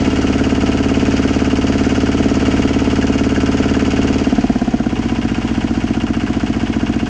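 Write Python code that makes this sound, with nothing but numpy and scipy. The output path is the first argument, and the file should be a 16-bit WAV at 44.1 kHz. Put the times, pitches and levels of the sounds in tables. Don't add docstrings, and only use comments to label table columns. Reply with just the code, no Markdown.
import sys
import numpy as np
from scipy import signal
from scipy.fft import rfft, irfft
from scipy.io import wavfile
from scipy.ndimage import uniform_filter1d

SR = 44100
rng = np.random.default_rng(int(sys.argv[2]) if len(sys.argv) > 2 else 0)


def to_wav(s):
    ch = np.atleast_2d(s).T
    pcm = np.round(np.clip(ch, -1, 1) * 32767)
    wavfile.write(sys.argv[1], SR, pcm.astype(np.int16))


N = 312660


def undb(db):
    return 10 ** (np.asarray(db) / 20)


def unit(x):
    return x / np.sqrt(np.mean(x ** 2))


def by_state(state, values):
    return np.interp(state, range(3), values)


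def ring(x, modes):
    out = 0
    for hz, width_hz, db, *sign in modes:
        b, a = signal.iirpeak(hz, hz / width_hz, SR)
        out = out + np.prod(sign) * undb(db) * signal.lfilter(b, a, x)
    return out


def colour(x, points):
    hz, db = np.transpose(points)
    grid_hz = np.maximum(np.arange(N // 2 + 1) * SR / N, 1)
    gain_db = np.interp(np.log(grid_hz), np.log(hz), db)
    return irfft(rfft(x) * undb(gain_db), N)


def walk(rate_hz):
    k = int(SR / rate_hz)
    steps = np.repeat(rng.standard_normal(N // k + 1), k)
    slewed = uniform_filter1d(uniform_filter1d(steps, k), k)
    return unit(slewed[:N])


def train(cycle, place, strength, scatter_db, jitter_s):
    at = np.flatnonzero(np.diff(np.floor(cycle - place)) > 0)
    chance = rng.standard_normal((len(at), 2))
    shift = (jitter_s * SR * chance[:, 0]).astype(int)
    moved = np.clip(at + shift, 0, N - 1)
    out = np.zeros(N)
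    out[moved] = (strength * np.ones(N))[at] * undb(scatter_db * chance[:, 1])
    return out


def bursts(cycle, table, scatter_db, repeat, jitter_s=0.0003, state=0):
    envelope = 0
    for place, decay_s, *db in table:
        strength = undb(np.interp(state, range(len(db)), db))
        hits = train(cycle, place, strength, scatter_db, jitter_s)
        envelope = envelope + signal.lfilter([1], [1, -np.exp(-1 / (decay_s * SR))], hits)
    turn = np.floor(cycle - table[0][0])
    since = np.arange(N) - np.searchsorted(turn, turn)
    habit, fresh = rng.standard_normal((2, N))
    return envelope * (np.sqrt(repeat) * habit[since] + np.sqrt(1 - repeat) * fresh)


def pulses(cycle, state, table, scatter_db):
    sigma_s = .00015
    push = np.exp(-.5 * (np.arange(-30, 31) / (sigma_s * SR)) ** 2)
    out = []
    for row in table:
        place, strength = by_state(state, row[:3]), by_state(state, row[3:])
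        hits = train(cycle, place, strength, scatter_db, jitter_s=.00004)
        out.append(np.convolve(hits, push / push.sum(), "same"))
    return out


def clinks():
    # start in seconds, level of each partial in dB, lower partial in Hz.
    clink_rows = [(3.0256, -22, 1550), (3.3627, -19, 1550), (3.75, -22.5, 1570), (3.9756, -25, 1545)]
    decay_s = 0.0098
    out, t = np.zeros(N), np.arange(3000) / SR
    for start_s, db, hz in clink_rows:
        k = int(start_s * SR)
        partials = np.sin(2 * np.pi * hz * t) + np.sin(2 * np.pi * 1.07 * hz * t)
        out[k:k + len(t)] += undb(db) * np.exp(-t / decay_s) * partials
    return out


def mud(state):
    # frequency in Hz, relative density in dB per Hz.
    slurry_spectrum = [(18, -44), (30, -19.5), (71, -17.5), (168, -15.5), (213, -11), (277, -11.5),
                       (554, -19), (703, -22.5), (810, -26), (950, -24), (1140, -32.5), (1440, -30),
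                       (1830, -26), (2950, -29), (3750, -29), (6650, -34.5), (9070, -50), (11800, -105.5),
                       (20000, -120)]
    # centre in Hz, width in Hz.
    gurgle = (555, 200)
    drained = (0, .4, .55)
    level_db = (-25, -27.5, -28.5)
    grains_per_s, grains_db, flicker_db = 1500, -6.0, 0.83
    grains = (rng.random(N) < grains_per_s / SR) * rng.standard_normal(N)
    flicker = undb(flicker_db * walk(6.7))
    rough = rng.standard_normal(N) + undb(grains_db) * unit(grains)
    slurry = unit(colour(flicker * rough, slurry_spectrum))
    middle = ring(slurry, [(*gurgle, 0)])
    return undb(by_state(state, level_db)) * (slurry - by_state(state, drained) * middle)


def rotation(cycle, state):
    # multiple of crank speed, place of the crest in the turn (0-1), dB pulling, coasting, idling.
    skid_shake = [(1, .22, -37, -45, -49), (3, .053, -26, -50, -45), (4, .96, -36, -45, -33)]
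    # times a cycle, dB pulling, coasting, idling.
    gear_tones = [(47.56, -41, -39, -37.5), (37, -41.5, -60, -60), (39, -41.5, -60, -60),
                  (43, -41.5, -60, -60), (51, -44, -60, -60), (56, -45, -60, -60), (74, -38.5, -60, -56)]
    waver_db = 1.6
    out = np.zeros(N)
    for k, place, *db in skid_shake:
        out += undb(by_state(state, db)) * np.cos(2 * np.pi * k * (cycle * 2 - place))
    for k, *db in gear_tones:
        level_db = by_state(state, db) + waver_db * walk(5.4)
        out += undb(level_db) * np.sin(2 * np.pi * k * cycle)
    return out


def frame(cycle, state):
    jolts = [(0.0407, 0.0432, 0.008, 28, -14, 6), (0.0924, 0.0537, 0.1045, 39, -5, 1),
             (0.2594, 0.3181, 0.3137, 5, -7, 11), (0.4519, 0.4302, 0.4596, -27, 8, -26),
             (0.541, 0.5505, 0.5366, 74, -2, 43), (0.7189, 0.7189, 0.6374, -2, 17, 17),
             (0.7827, 0.7903, 0.7942, 26, 28, -2), (0.9269, 0.9917, 0.9586, -19, 8, -3)]
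    # frequency in Hz, width in Hz, relative level in dB, polarity.
    frame_modes = [(403.9, 44.2, -10.1, 1), (439.3, 16.8, -8.3, -1), (488.6, 19.3, -21.9, 1),
                   (653.8, 12.0, -23.0, 1), (717.4, 33.3, -23.8, -1), (852.1, 31.3, -18, -1),
                   (1321.9, 60, -24, -1), (1483.1, 36.8, -19.8, -1)]
    return ring(sum(pulses(cycle, state, jolts, scatter_db=0.5)), frame_modes)


def crankcase(cycle, state):
    # place in the cycle (0-1), decay in seconds, relative level in dB.
    rod_raps = [(.475, 0.0089, -6.5), (.555, 0.003, 2), (0.6, 0.005, -4), (0.8, 0.0029, -5.5),
                (.065, 0.0033, 4)]
    # frequency in Hz, width in Hz, relative level in dB.
    case_modes = [(694, 8, -0.5), (713, 8.7, -3.5), (757, 32, 2.5), (906, 24, -10), (983, 30, -1.5),
                  (1024, 7.3, -7)]
    level_db = (-35, -38.5, -34)
    raps = bursts(cycle, rod_raps, scatter_db=.6, repeat=.75, jitter_s=.00005)
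    return undb(by_state(state, level_db)) * unit(ring(raps, case_modes))


def valves(cycle, state):
    # place in the cycle (0-1), decay in seconds, relative dB pulling, coasting, idling.
    clacks = [(.455, 0.0083, 4, 5.5, 0), (.69, 0.013, 2, -11.5, 1), (.94, 0.0043, -3, 3, 5),
              (0, 0.0046, -16, -9.5, -14)]
    # frequency in Hz, relative density in dB per Hz.
    tick_spectrum = [(800, -22.5), (1000, -5.5), (1500, -11), (3000, -7.5), (3700, -24.5), (4600, -0.5),
                     (5200, -5), (6900, -4.5), (9070, -37.5), (11800, -56), (20000, -120)]
    level_db = (-34.5, -40.5, -41)
    clack = bursts(cycle, clacks, scatter_db=1.5, repeat=0.15, state=state)
    return undb(by_state(state, level_db)) * unit(colour(clack, tick_spectrum))


def gas(cycle, state):
    gas_pulses = [(-0.0214, -0.018, -0.0113, 161, 186, 133), (0.214, 0.2179, 0.2242, -36, -47, -56),
                  (0.4318, 0.4177, 0.4224, 36, 24, 17), (0.6355, 0.6228, 0.6484, 100, -13, 50),
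                  (0.7715, 0.7474, 0.7611, -53, 9, -57), (0.856, 0.836, 0.8232, 55, 32, 31)]
    # frequency in Hz, width in Hz, polarity, relative dB pulling, coasting, idling.
    intake_modes = [(48.6, 16.8, -1, -1.3, -1.3, -1.3), (51.1, 27.8, 1, -2.5, -2.5, -2.5),
                    (132.7, 17.6, 1, -9.6, -9.6, -9.6), (212.8, 65.5, 1, 0.5, 0.7, 0.7),
                    (286.1, 175.6, -1, 2.8, 2.6, 2.1), (300.1, 28.0, 1, -0.4, -0.8, -5.5),
                    (350.0, 79.4, 1, -2, -1.8, -1.2), (468.8, 151.5, 1, -10.5, -11.4, -12),
                    (715.2, 171.4, 1, -2.4, -2.4, -5.5), (724.8, 136.3, -1, -2.4, -2.4, -5.5)]
    # frequency in Hz, width in Hz, relative dB, polarity.
    throat_modes = [(716, 32, -16.5, -0.9)]
    # frequency in Hz, width in Hz, relative level in dB, polarity.
    silencer_modes = [(71.0, 75.7, -7.1, -1), (80.3, 22.8, -0.8, 1), (226.9, 79.4, -0.2, 1),
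                      (260.3, 77.1, 0.8, -1), (314.3, 41.8, -9.3, 1)]
    # frequency in Hz, gain in dB.
    felt = [(1300, -0.5), (2600, -20.5)]
    flow_db = (-19.5, -21, -16)
    intake, *exhaust = pulses(cycle, state, gas_pulses, scatter_db=0.8)
    noise = uniform_filter1d(rng.standard_normal((2, N)), size=20)
    intake_flow, exhaust_flow = undb(by_state(state, flow_db)) * noise
    coasting = 1 - np.abs(state - 1)
    thump = ring(coasting * intake, throat_modes)
    for hz, width_hz, sign, *db in intake_modes:
        drive = undb(by_state(state, db)) * (intake + intake_flow)
        thump = thump + ring(drive, [(hz, width_hz, 0, sign)])
    silencer = ring(sum(exhaust) + exhaust_flow, silencer_modes)
    return colour(thump + silencer, felt)


def knock(cycle, state):
    # place in the cycle (0-1), decay in seconds, relative level in dB.
    knocks = [(.435, 0.002, 3), (.478, 0.0025, -1), (.545, 0.005, -4), (.592, 0.003, -4), (0.67, 0.012, -9)]
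    # frequency in Hz, width in Hz, relative level in dB.
    block_modes = [(1710, 78, -6), (1964, 64, -4), (2251, 76, 2.5), (2532, 58, 2.5), (2794, 70, 4),
                   (2945, 140, -2.5), (3360, 150, -3)]
    # place in the cycle (0-1), decay in seconds, relative dB pulling, coasting, idling.
    head_shakes = [(0.53, 0.007, -3.5, -7.5, -1), (0.599, 0.01, -4.5, -10.5, 0),
                   (0.69, 0.021, -7, -14, -6.5), (0.921, 0.0055, -10, 3, 1)]
    # frequency in Hz, width in Hz, relative level in dB.
    head_modes = [(1425, 45, -1), (1500, 70, -5), (1575, 45, -7), (1315, 35, -2), (1255, 35, -8)]
    # frequency in Hz, relative density in dB per Hz.
    clatter_spectrum = [(470, -27.5), (800, -25), (1120, -14), (1350, 1), (1660, -6.5), (1790, -7),
                        (2820, -6), (3390, -26), (3640, -23.5), (4150, -24), (4880, -6), (6890, -14.5),
                        (9070, -33.5), (11800, -64), (20000, -120)]
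    block_db = (-33, -46, -34.5)
    head_db = (-33.5, -37, -38)
    hiss_db = (-36.5, -56, -40.5)
    block = unit(ring(bursts(cycle, knocks, scatter_db=1.5, repeat=0.55), block_modes))
    head = unit(ring(bursts(cycle, head_shakes, scatter_db=2.5, repeat=.45, state=state), head_modes))
    hiss = unit(colour(bursts(cycle, knocks, scatter_db=2.0, repeat=0.37), clatter_spectrum))
    out = undb(by_state(state, block_db)) * block
    out += undb(by_state(state, head_db)) * head
    return out + undb(by_state(state, hiss_db)) * hiss


def scene():
    # time in seconds, crank speed in rpm.
    speed = [(0.0, 2151.4), (0.88, 2142.2), (1.71, 2146.9), (2.43, 2138.6), (4.13, 2158.8), (4.29, 2144.3),
             (4.73, 1938.7), (4.97, 1870.6), (5.35, 1833.4), (5.79, 1828.3), (6.29, 1815.4), (7.1, 1815.3)]
    # time in seconds, engine state (0 pulling, 1 coasting, 2 idling).
    state_points = [(4.2, 0), (4.36, 1), (4.72, 1), (5.0, 2)]
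    first_cycle, fade_s = -.3859, 0.15
    t = np.arange(N) / SR
    rpm = np.interp(t, *np.transpose(speed))
    cycle = first_cycle + np.cumsum(rpm) / (120 * SR)
    state = np.interp(t, *np.transpose(state_points))
    coast_s = state_points[1][0] + fade_s
    slow_fall = np.interp(t, [state_points[0][0], coast_s], [0, 1])
    trailing = np.where(t < coast_s, slow_fall, state)
    mix = clinks() + mud(trailing) + rotation(cycle, state)
    mix += undb(3.0) * frame(cycle, state) + crankcase(cycle, trailing)
    mix += valves(cycle, trailing) + undb(1.14) * gas(cycle, state)
    mix += knock(cycle, trailing)
    return mix[None]


def record(dry):
    # frequency in Hz, gain in dB.
    port_dip = [(3300, -0.5), (3480, -8.5), (3650, -7), (3950, -7.5), (4400, -4.5)]
    top_hz = 9150
    heard = colour(dry[0], port_dip)[None]
    low_pass = signal.ellip(12, .2, 80, top_hz, fs=SR, output="sos")
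    return signal.sosfilt(low_pass, heard)


dry = scene()
out = record(dry)
to_wav(out)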